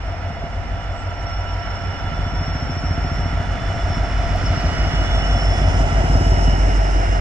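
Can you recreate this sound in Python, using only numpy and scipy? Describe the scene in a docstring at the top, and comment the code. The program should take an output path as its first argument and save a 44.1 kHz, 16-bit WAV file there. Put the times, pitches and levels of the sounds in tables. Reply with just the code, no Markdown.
"""A deep, rasping throb: two diesel locomotives draw a train slowly past, their exhausts beating together.
Under it lie a steady mid-pitched engine roar, rolling wheels and the whine of turbochargers, inverters,
blowers and gears. The parts grow louder as they near, and the Doppler effect lowers their tones.
A single-cylinder engine out of sight coughs, catches and picks up speed, each firing a pulse through
its silencer. A small bird chirps once, and there is one dry tick."""
import sys
import numpy as np
from scipy import signal
from scipy.fft import rfft, irfft, next_fast_len
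from scipy.io import wavfile
from scipy.ndimage import map_coordinates

SR = 44100
rng = np.random.default_rng(int(sys.argv[2]) if len(sys.argv) > 2 else 0)


def output_pcm(signal):
    """Save a mono or channel-first signal as 16-bit PCM at the path in sys.argv[1].

    Samples are clipped to [-1, 1] before scaling.
    """
    pcm = np.clip(np.atleast_2d(signal).T, -1, 1) * 32767
    wavfile.write(sys.argv[1], SR, np.round(pcm).astype(np.int16))


N = 317545
TIME = np.arange(N) / SR
SLOW_TIME = np.arange(8192) / 1000  # seconds, a coarse grid for slow fluctuations
CRANK_HZ = 6.12


# Low and high exhaust tones. Each row: multiple of the crank speed, relative level in dB.
BOOM_ORDERS = [(7, -11), (8, 0), (9, -5), (10, -16)]
DRONE_ORDERS = [(11, -14), (13, -8), (14, -10), (15, 0), (16, -8), (17, -13)]

def exhausts():
    """Beating: two engines at nearly the same speed are in step once, then slip apart ever more gently."""
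    in_step_s, slip_hz, ease_hz_per_s = 1.46, .153, .0128
    lead, since = turns(CRANK_HZ), TIME - in_step_s
    second = lead - slip_hz * since + ease_hz_per_s * since ** 2 / 2
    out = 0
    for crank, boom, drone in ((lead, "boom", "drone"), (second, "second boom", "second drone")):
        out += throb(BOOM_ORDERS, crank, peak_turn=.47, unsteady=.12) * gain_of(passing(boom))
        out += throb(DRONE_ORDERS, crank, peak_turn=.63, unsteady=.18) * gain_of(passing(drone))
    return out


# Close by, the firing tone dominates. Each row: time in seconds, factor on the side tones.
THROB_DEPTH = [(0, .85), (3, .9), (4.9, .92), (5.4, .75), (6.3, .62), (6.7, .3), (7.2, .25)]

def throb(orders, crank_turns, peak_turn, unsteady):
    """Sidebands: unequal cylinders put tones round the loudest one, swelling together once a turn."""
    crank, depth = crank_turns - peak_turn, curve(THROB_DEPTH)
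    loudest = max(orders, key=lambda row: row[1])[0]
    sound, power = 0, 0
    for order, db in orders:
        size = gain_of(db) * (1 if order == loudest else depth)
        waver = 1 + unsteady * drift(.53)
        phase = 2 * np.pi * order * crank + upsample(np.unwrap(np.angle(waver)))
        sound += size * upsample(abs(waver)) * np.cos(phase)
        power += size ** 2
    return unit_rms(sound / np.sqrt(power))


# Noise in the exhaust stack. Each row: frequency in Hz, relative density in dB.
RASP_SPECTRUM = [(200, -30), (300, -14), (450, -16), (570, -11), (612, -6), (650, -5), (670, -1),
                 (685, 2.5), (702, -5.5), (730, -2.5), (765, -8), (840, -7), (940, -13), (1100, -24),
                 (1600, -60)]

def rasp():
    """Periodic noise: each crank turn sends nearly the same rasp up the stack, Doppler-shifted in passing."""
    swell_share, peak_turn = .22, .7
    emitted_at = turns(1) * SR
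    pair = np.array([resample(x, emitted_at) for x in noise(RASP_SPECTRUM, repeat=.94)])
    pulsing = 1 + swell_share * np.cos(2 * np.pi * (turns(CRANK_HZ) - peak_turn))
    return pair * pulsing * gain_of(passing("rasp"))


# The small engine's speed. Each row: time in seconds, firings per second.
FIRING_RATE = [(2.04, 13.47), (2.3, 13.86), (2.7, 13.95), (3.05, 14.5), (3.5, 13.56), (4.0, 14.8),
               (4.45, 15.15), (4.8, 13.31), (5.05, 13.57), (5.35, 15.3), (5.7, 15.9), (6.1, 17.73),
               (6.5, 19.1), (6.8, 20.2)]
# Its thumps follow the throttle. Each row: time in seconds, typical peak level in dB.
THUMP_LEVEL = [(2.0, -17.5), (2.27, -16), (2.6, -16.5), (2.85, -14.5), (3.25, -15), (3.45, -20), (3.8, -21),
               (4.1, -19), (4.25, -23), (4.45, -18), (4.8, -14), (4.93, -15.5), (5.02, -21), (5.3, -20),
               (5.74, -12.5), (5.87, -17), (6.04, -10.5), (6.16, -9.5), (6.35, -12.5), (6.55, -14.5),
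               (6.65, -18), (7.0, -27)]
# Firings that bang harder. Each row: time in seconds, extra level in dB.
BANGS = [(2.698, 3.5), (3.049, 2.5), (3.966, 5.5), (4.5, 3), (4.642, 3.5), (5.36, 4), (5.682, 3),
         (6.479, 3)]
# Coughs before it catches. Each row: start in seconds, level in dB.
COUGHS = [(.305, -21.5), (.438, -20), (1.838, -26), (1.933, -21)]

def single_cylinder():
    """Impulse excitation: each firing sends one pressure pulse through the silencer; no two are alike."""
    catch_s, jitter_s, scatter_db = 2.043, .0003, .8
    fired = np.cumsum(curve(FIRING_RATE) * (TIME > catch_s)) / SR
    due = np.flatnonzero(np.diff(np.ceil(fired)) > 0)
    early, strong = rng.standard_normal((len(due), 2)).T
    level_db = curve(THUMP_LEVEL)[due] + scatter_db * strong
    for s, extra_db in BANGS:
        level_db[np.argmin(abs(TIME[due] - s))] += extra_db
    starts = due - np.round(jitter_s * SR * early).astype(int)
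    kicks = np.zeros(N)
    kicks[np.minimum(starts, N - 1)] = -gain_of(level_db)
    for s, db in COUGHS:
        kicks[round(s * SR)] = -gain_of(db)
    return signal.oaconvolve(kicks, silencer())[:N] * pan(side_db=.6)


# The silencer's response. Each row: frequency in Hz, relative gain in dB.
SILENCER_RESPONSE = [(15, -38.5), (45, -14.5), (80, 4.5), (110, -6), (160, -1.5), (198, -20.5), (245, -8),
                     (330, -23), (375, -20), (450, -33.5), (900, -53), (3000, -79), (16000, -125)]

def silencer(size=8192, smear_hz=300):
    """Resonance and dispersion: a minimum-phase ring, held back a little below smear_hz."""
    hz = np.fft.fftfreq(size, 1 / SR)
    log_gain = np.log(gain_of(spectrum_at(SILENCER_RESPONSE, abs(hz))))
    minimum_phase = np.exp(np.conj(signal.hilbert(log_gain)))
    all_pass = np.exp(-2j * np.arctan(hz / smear_hz))
    pulse = np.fft.ifft(minimum_phase * all_pass).real * np.linspace(1, 0, size)
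    return pulse / abs(pulse).max()


# The train's broadband noises. Each row: frequency in Hz, relative density in dB.
RUMBLE_SPECTRUM = [(8, -18), (30, -5), (80, 7.5), (115, 2), (200, -4.5), (290, -8.5), (420, -15),
                   (600, -19), (1200, -72)]
ENGINE_ROAR_SPECTRUM = [(250, -49), (450, -12.5), (570, -9.5), (640, -4.5), (685, 1.5), (740, -5.5),
                        (830, -9.5), (930, -11.5), (1050, -23.5), (1600, -80)]
WHEEL_SPECTRUM = [(600, -28.5), (1000, -3.5), (1200, 2.5), (1420, 5), (1600, 0.5), (2050, 0.5),
                  (2500, -5.5), (2950, -7.5), (3300, -11.5), (4000, -16), (5000, -16.5), (7000, -36),
                  (12000, -68)]
HISS_SPECTRUM = [(3000, -5.5), (4400, -10), (5300, 6.5), (5600, 5.5), (5900, 7.5), (6300, 2), (7200, -0.5),
                 (8400, -6), (9100, -12), (10100, -18.5), (11200, -25.5), (13500, -32), (14800, -68.5)]
BOGIE_SPECTRUM = [(200, -32), (300, -3.5), (380, -4), (520, -14.5), (750, -8.5), (1000, -11), (1400, -44)]
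INTAKE_SPECTRUM = [(2500, -4.5), (3800, 1), (4700, 4.5), (6500, -3.5), (9000, -37), (11500, -21),
                   (13300, -30), (14500, -57)]
# The rolling wheels. Each row: time in seconds, level in dB.
WHEEL_LEVEL = [(0, -37), (.6, -38), (1.7, -35), (2.9, -34.5), (4.0, -32.5), (4.8, -30.5), (5.6, -30.5),
               (6.3, -32), (7.2, -30.5)]

def roar():
    """Incoherent addition: independent noises, most a little gusty, sum in power to one roar."""
    rumble = noise(RUMBLE_SPECTRUM) * gain_of(passing("rumble") + .85 * wander(6.1))
    engine_roar = noise(ENGINE_ROAR_SPECTRUM) * gain_of(passing("engine roar") + 1.4 * wander(27))
    wheels = noise(WHEEL_SPECTRUM) * gain_of(curve(WHEEL_LEVEL) + .5 * wander(20))
    hiss = noise(HISS_SPECTRUM) * gain_of(passing("hiss") + wander(22))
    bogies = noise(BOGIE_SPECTRUM) * gain_of(passing("bogies"))
    intake = noise(INTAKE_SPECTRUM) * gain_of(passing("intake"))
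    return rumble + engine_roar + wheels + hiss + bogies + intake


# Turbocharger tones. Each row: frequency in Hz before any speed change or Doppler shift,
# relative level in dB, flutter width in Hz, steady share from 0 to 1, left minus right in dB.
TURBO_TONES = [(5404, 0, 22, .9, 0), (5385, -10, 75, 0, 0)]
FIZZ_TONES = [(10780, -2.5, 170, 0, -4), (10450, -5.5, 300, 0, -4)]
SECOND_TURBO_TONES = [(5290, -4, 32, .15, 1.5), (5290, -2, 80, 0, 1.5)]
# The leading one crosses from left to right. Each row: time in seconds, left minus right in dB.
TURBO_SIDE = [(0, 4), (2.4, 7), (3.9, 5), (4.5, 2), (5.4, 1.5), (5.8, -3), (6.5, -4), (7.2, 0)]
# The second one races briefly. Each row: time in seconds, factor on its speed.
SECOND_TURBO_SPEED = [(.6, 1), (1.3, 1.018), (1.65, 1.014), (2.0, 1.008), (2.35, 1), (7.2, 1)]

def turbochargers():
    """Frequency modulation: pitch follows shaft speed; the leading whistle wobbles once a crank turn."""
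    whistle = whine(TURBO_TONES, "turbo", behind_s=.5, wobble=.0022)
    fizz = whine(FIZZ_TONES, "fizz", behind_s=.5)
    second = whine(SECOND_TURBO_TONES, "second turbo", behind_s=1.3, speed=curve(SECOND_TURBO_SPEED))
    return (whistle + fizz) * pan(curve(TURBO_SIDE)) + second


# Machine tones. Each row: frequency in Hz before the Doppler shift, relative level in dB,
# flutter width in Hz, steady share from 0 to 1, left minus right in dB.
INVERTER_TONES = [(2965, -4, 20, .55, -2.5), (2950, -9, 75, 0, -2), (3025, -14, 20, .2, -1)]
SECOND_INVERTER_TONES = [(2902, 0, 20, .4, -4.5)]
BLOWER_TONES = [(1348, -.5, 12, .95, -12), (1380, -9, 8, .7, -9), (1443, -8, 18, .2, -9),
                (966, -5, 13, .22, -9)]
GEAR_TONES = [(3469, .5, 12, .65, -3)]
HUM_TONES = [(286.2, -0.5, 7.4, 0.11, 5), (1940, -6, 6.9, 0.18, -9)]

def machinery():
    """Line spectra: inverters, blower, gears and a hum each sound at a few narrow frequencies."""
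    inverters = whine(INVERTER_TONES, "inverter", behind_s=.7)
    inverters += whine(SECOND_INVERTER_TONES, "second inverter")
    blower = whine(BLOWER_TONES, "blower", behind_s=1.0)
    return inverters + blower + whine(GEAR_TONES, "gears") + whine(HUM_TONES, "hum")


def whine(tones, part, behind_s=0, wobble=0, speed=1):
    """Multipath interference: tones arrive directly and by shifting reflections, so they flutter."""
    out = np.zeros((2, N))
    crank_swing = np.cos(2 * np.pi * turns(CRANK_HZ))
    source_time = turns(speed, behind_s) + wobble * np.cumsum(crank_swing) / SR
    for hz, db, width_hz, steady, side_db in tones:
        carrier = np.exp(2j * np.pi * hz * source_time)
        hunting = np.cumsum(.000704 * hz * drift(4.8).real) * SLOW_TIME[1]  # the speed hunts a little
        shared = drift(width_hz)
        for channel, way in enumerate((1, -1)):
            scattered = (shared + drift(width_hz)) / np.sqrt(2)
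            flutter = np.sqrt(steady) + np.sqrt(1 - steady) * scattered
            tone = carrier * upsample(flutter * np.exp(2j * np.pi * hunting))
            out[channel] += gain_of(db + way * side_db / 2) * unit_rms(tone.real)
    return out * gain_of(passing(part))


# Air stirred by the train. Each row: frequency in Hz, relative density in dB.
BUFFET_SPECTRUM = [(5, -12), (15, -2), (28, 0), (40, -2), (80, -22), (300, -60)]

def buffet():
    """Turbulence: the stirred air arrives in deep, lumpy gusts."""
    return noise(BUFFET_SPECTRUM) * gain_of(passing("buffet") + 2 * wander(3))


# The bird's note. Each row: time in seconds, pitch in Hz, level in dB.
CHIRP = [(.86, 7550, -84), (.93, 7540, -65), (1.0, 7800, -55), (1.06, 7750, -72)]

def bird():
    """Frequency modulation: one thin, gliding note trembles slightly in pitch."""
    hz = curve(CHIRP) + 70 * wander(55)
    sounding = (TIME > CHIRP[0][0]) & (TIME < CHIRP[-1][0])
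    return sounding * gain_of(curve(CHIRP, column=2)) * np.sin(2 * np.pi * np.cumsum(hz) / SR)


def tick(start_s=4.3603, db=-26):
    """An impulse has a flat spectrum: one tiny, sharp, dry tick."""
    return gain_of(db) * (np.arange(N) == round(start_s * SR))


# Each entry, by part: closest approach in seconds, level there in dB, loss per doubled distance in dB.
APPROACHES = {
    "boom": (6.65, -15.5, 6.73), "second boom": (9.5, -30, 2.1), "rasp": (6.2, -31, 2.3),
    "drone": (5.8, -26, 2.3), "second drone": (9.5, -29.5, 4.8), "rumble": (5.6, -24.5, 4.7),
    "engine roar": (5.8, -31.2, 4.6), "hiss": (6.2, -41.5, 6.6), "bogies": (6.8, -33, 11),
    "intake": (4.65, -55.5, 17), "turbo": (5.5, -39.5, 6.1), "second turbo": (6.5, -44.5, 4.6),
    "fizz": (6.2, -60.5, 11), "inverter": (5.7, -38.5, 7.6), "second inverter": (6.4, -46, 3.8),
    "blower": (4.4, -44, 2.6), "gears": (4.5, -52.5, 3.3), "hum": (5.5, -38.5, 10.3),
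    "buffet": (6.3, -35.5, 1.2)}
# Brief swells and dips. Each row: centre in seconds, half length in seconds, gain in dB, part.
SWELLS = [(0.695, 0.33, -7, "turbo"), (1.296, 0.12, 5.5, "turbo"), (2.1, 0.16, -2.5, "turbo"),
          (2.442, 0.1, 4.5, "turbo"), (2.795, 0.36, 4.5, "turbo"), (3.203, 0.11, 5.5, "turbo"),
          (3.473, 0.31, -8.5, "turbo"), (3.94, 0.032, 8, "turbo"), (4.196, 0.26, -2.5, "turbo"),
          (4.464, 0.012, 10, "turbo"), (4.605, 0.16, 3, "turbo"), (5.402, 0.14, 4.5, "turbo"),
          (5.947, 0.23, -6, "turbo"), (7, 0.31, -4, "turbo"), (6.44, 0.021, 5, "turbo"),
          (1.75, 0.4, 8, "second turbo"), (4.798, 0.14, 6.5, "second turbo"),
          (6.16, 0.11, 4, "second turbo"), (1.7, 0.69, 5.5, "inverter"), (4.95, 0.44, 4.5, "inverter"),
          (5.24, 0.034, 7.5, "inverter"), (6.508, 0.044, 10, "inverter"), (1.7, 0.7, 5, "second inverter"),
          (4.9, .3, 5, "second inverter"), (7.1, 0.14, 6, "second inverter"), (2.2, 0.29, 6.5, "gears"),
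          (3.75, 0.39, 4.5, "gears"), (5.2, 0.33, 13.5, "gears"), (5.626, 0.067, 14.5, "gears"),
          (6.9, .6, -5, "gears"), (.3, .29, 3, "rumble"), (.6, 0.53, -3, "blower"), (1.7, 0.9, 6, "blower"),
          (6.2, 0.58, 3.5, "blower"), (4.622, 0.45, 11.5, "intake"), (5.648, 0.1, 3, "drone"),
          (6.1, .7, 2, "rasp"), (3.2, .7, -1.5, "rasp"), (6.195, 0.28, 2.5, "bogies")]

def passing(part, nearest_m=10.3, speed_m_per_s=7.97):
    """Spreading loss: a part's level in dB falls with distance, with any swells on top."""
    nearest_s, near_db, doubling_db = APPROACHES[part]
    distance_m = np.hypot(nearest_m, speed_m_per_s * (TIME - nearest_s))
    swells = sum(db * np.exp(-((TIME - s) / half_s) ** 2)
                 for s, half_s, db, name in SWELLS if name == part)
    return near_db - doubling_db * np.log2(distance_m / nearest_m) + swells


# The fall in pitch as the train draws level. 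Each row: time in seconds, factor on frequency.
DOPPLER = [(0, 1), (3, .999), (4.5, .995), (5.5, .990), (6.5, .984), (7.2, .981)]

def turns(hz, behind_s=0):
    """Doppler effect: cycles heard so far from a moving part; one further back drops in pitch later."""
    return np.cumsum(hz * np.interp(TIME - behind_s, *np.transpose(DOPPLER))) / SR


# Each row: time in seconds, lag of the left channel behind the right in milliseconds.
LEFT_LAG = [(0, -0.071), (3, -0.053), (4.5, 0.051), (5.5, 0.18), (6.5, 0.33), (7.2, 0.39)]

def bearing(pair):
    """Path difference: the delay between left and right follows the train's bearing."""
    half_lag_s = curve(LEFT_LAG) / 2000
    return np.array([resample(x, (TIME + way * half_lag_s) * SR) for x, way in zip(pair, (-1, 1))])


# Each row: frequency in Hz, correlation of left and right (negative counts as zero).
COHERENCE = [(30, 0), (120, 0.94), (300, 0.7), (700, 0.93), (1200, 0.5), (3000, 0.31), (8000, 0.1),
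             (12000, -0.5)]
# Each row: frequency in Hz, left minus right in dB.
BALANCE = [(60, 0.5), (89, -0.5), (130, 3.5), (200, -1), (290, 0.5), (430, -0.5), (640, -1.5), (950, 0.5),
           (1410, -5), (2100, -8), (3120, -3.5), (4630, -0.5), (6870, -6.5), (10200, -5.5)]

def noise(spectrum, repeat=0):
    """Partial coherence: stereo noise, less alike in the treble; a share may repeat each crank turn."""
    size = next_fast_len(N)
    hz = np.fft.rfftfreq(size, 1 / SR)
    left, independent = rfft(rng.standard_normal((2, size)))
    same = np.clip(spectrum_at(COHERENCE, hz), 0, 1)
    right = same * left + np.sqrt(1 - same ** 2) * independent
    pair = np.array([left, right]) * pan(spectrum_at(BALANCE, hz))
    roll_off = np.maximum(hz / spectrum[-1][0], 1) ** 2
    colour = gain_of(spectrum_at(spectrum, hz)) / roll_off
    comb = 1 / abs(1 - repeat * np.exp(-2j * np.pi * hz / CRANK_HZ))
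    return unit_rms(irfft(pair * colour * comb, size)[:, :N])


def drift(rate_hz):
    """Low-pass noise: a complex curve of rms 1 on the coarse grid, changing up to about rate_hz."""
    hz = np.fft.fftfreq(len(SLOW_TIME), SLOW_TIME[1])
    real, imaginary = rng.standard_normal((2, len(hz)))
    slow = np.fft.ifft((real + 1j * imaginary) / (1 + (hz / rate_hz) ** 4))
    return slow / np.std(slow)


def wander(rate_hz):
    return upsample(unit_rms(drift(rate_hz).real))


def upsample(slow):
    return np.interp(TIME, SLOW_TIME, slow)


def resample(x, positions):
    return map_coordinates(x, [positions], order=3, mode="mirror")


def curve(rows, column=1):
    """Linear interpolation of one column in time."""
    rows = np.asarray(rows)
    return np.interp(TIME, rows[:, 0], rows[:, column])


def spectrum_at(rows, hz):
    """Interpolation on a log-frequency axis."""
    row_hz, value = np.transpose(rows)
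    return np.interp(np.log(hz + 1), np.log(row_hz + 1), value)


def pan(side_db):
    """Level difference: a pair of gains, the left side_db above the right."""
    return gain_of(side_db * np.array([[.5], [-.5]]))


def gain_of(db):
    return 10 ** (np.asarray(db) / 20)


def unit_rms(x):
    return x / np.sqrt(np.mean(x ** 2) + 1e-20)


def scene():
    """Superposition: all the sources add, in stereo, beside the line."""
    train = exhausts() + rasp() + roar() + turbochargers() + machinery()
    return bearing(train + single_cylinder()) + buffet() + bird() + tick()


def record(dry):
    """Band limiting: short fades at both ends, then a steep low-pass filter."""
    fade_s, cutoff_hz = .004, 16300
    fades = np.minimum(np.minimum(TIME, TIME[::-1]) / fade_s, 1)
    low_pass = signal.firwin(511, cutoff_hz, window=("kaiser", 9), fs=SR)
    return signal.oaconvolve(dry * fades, low_pass[None], "same")


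dry = scene()
out = record(dry)
output_pcm(out)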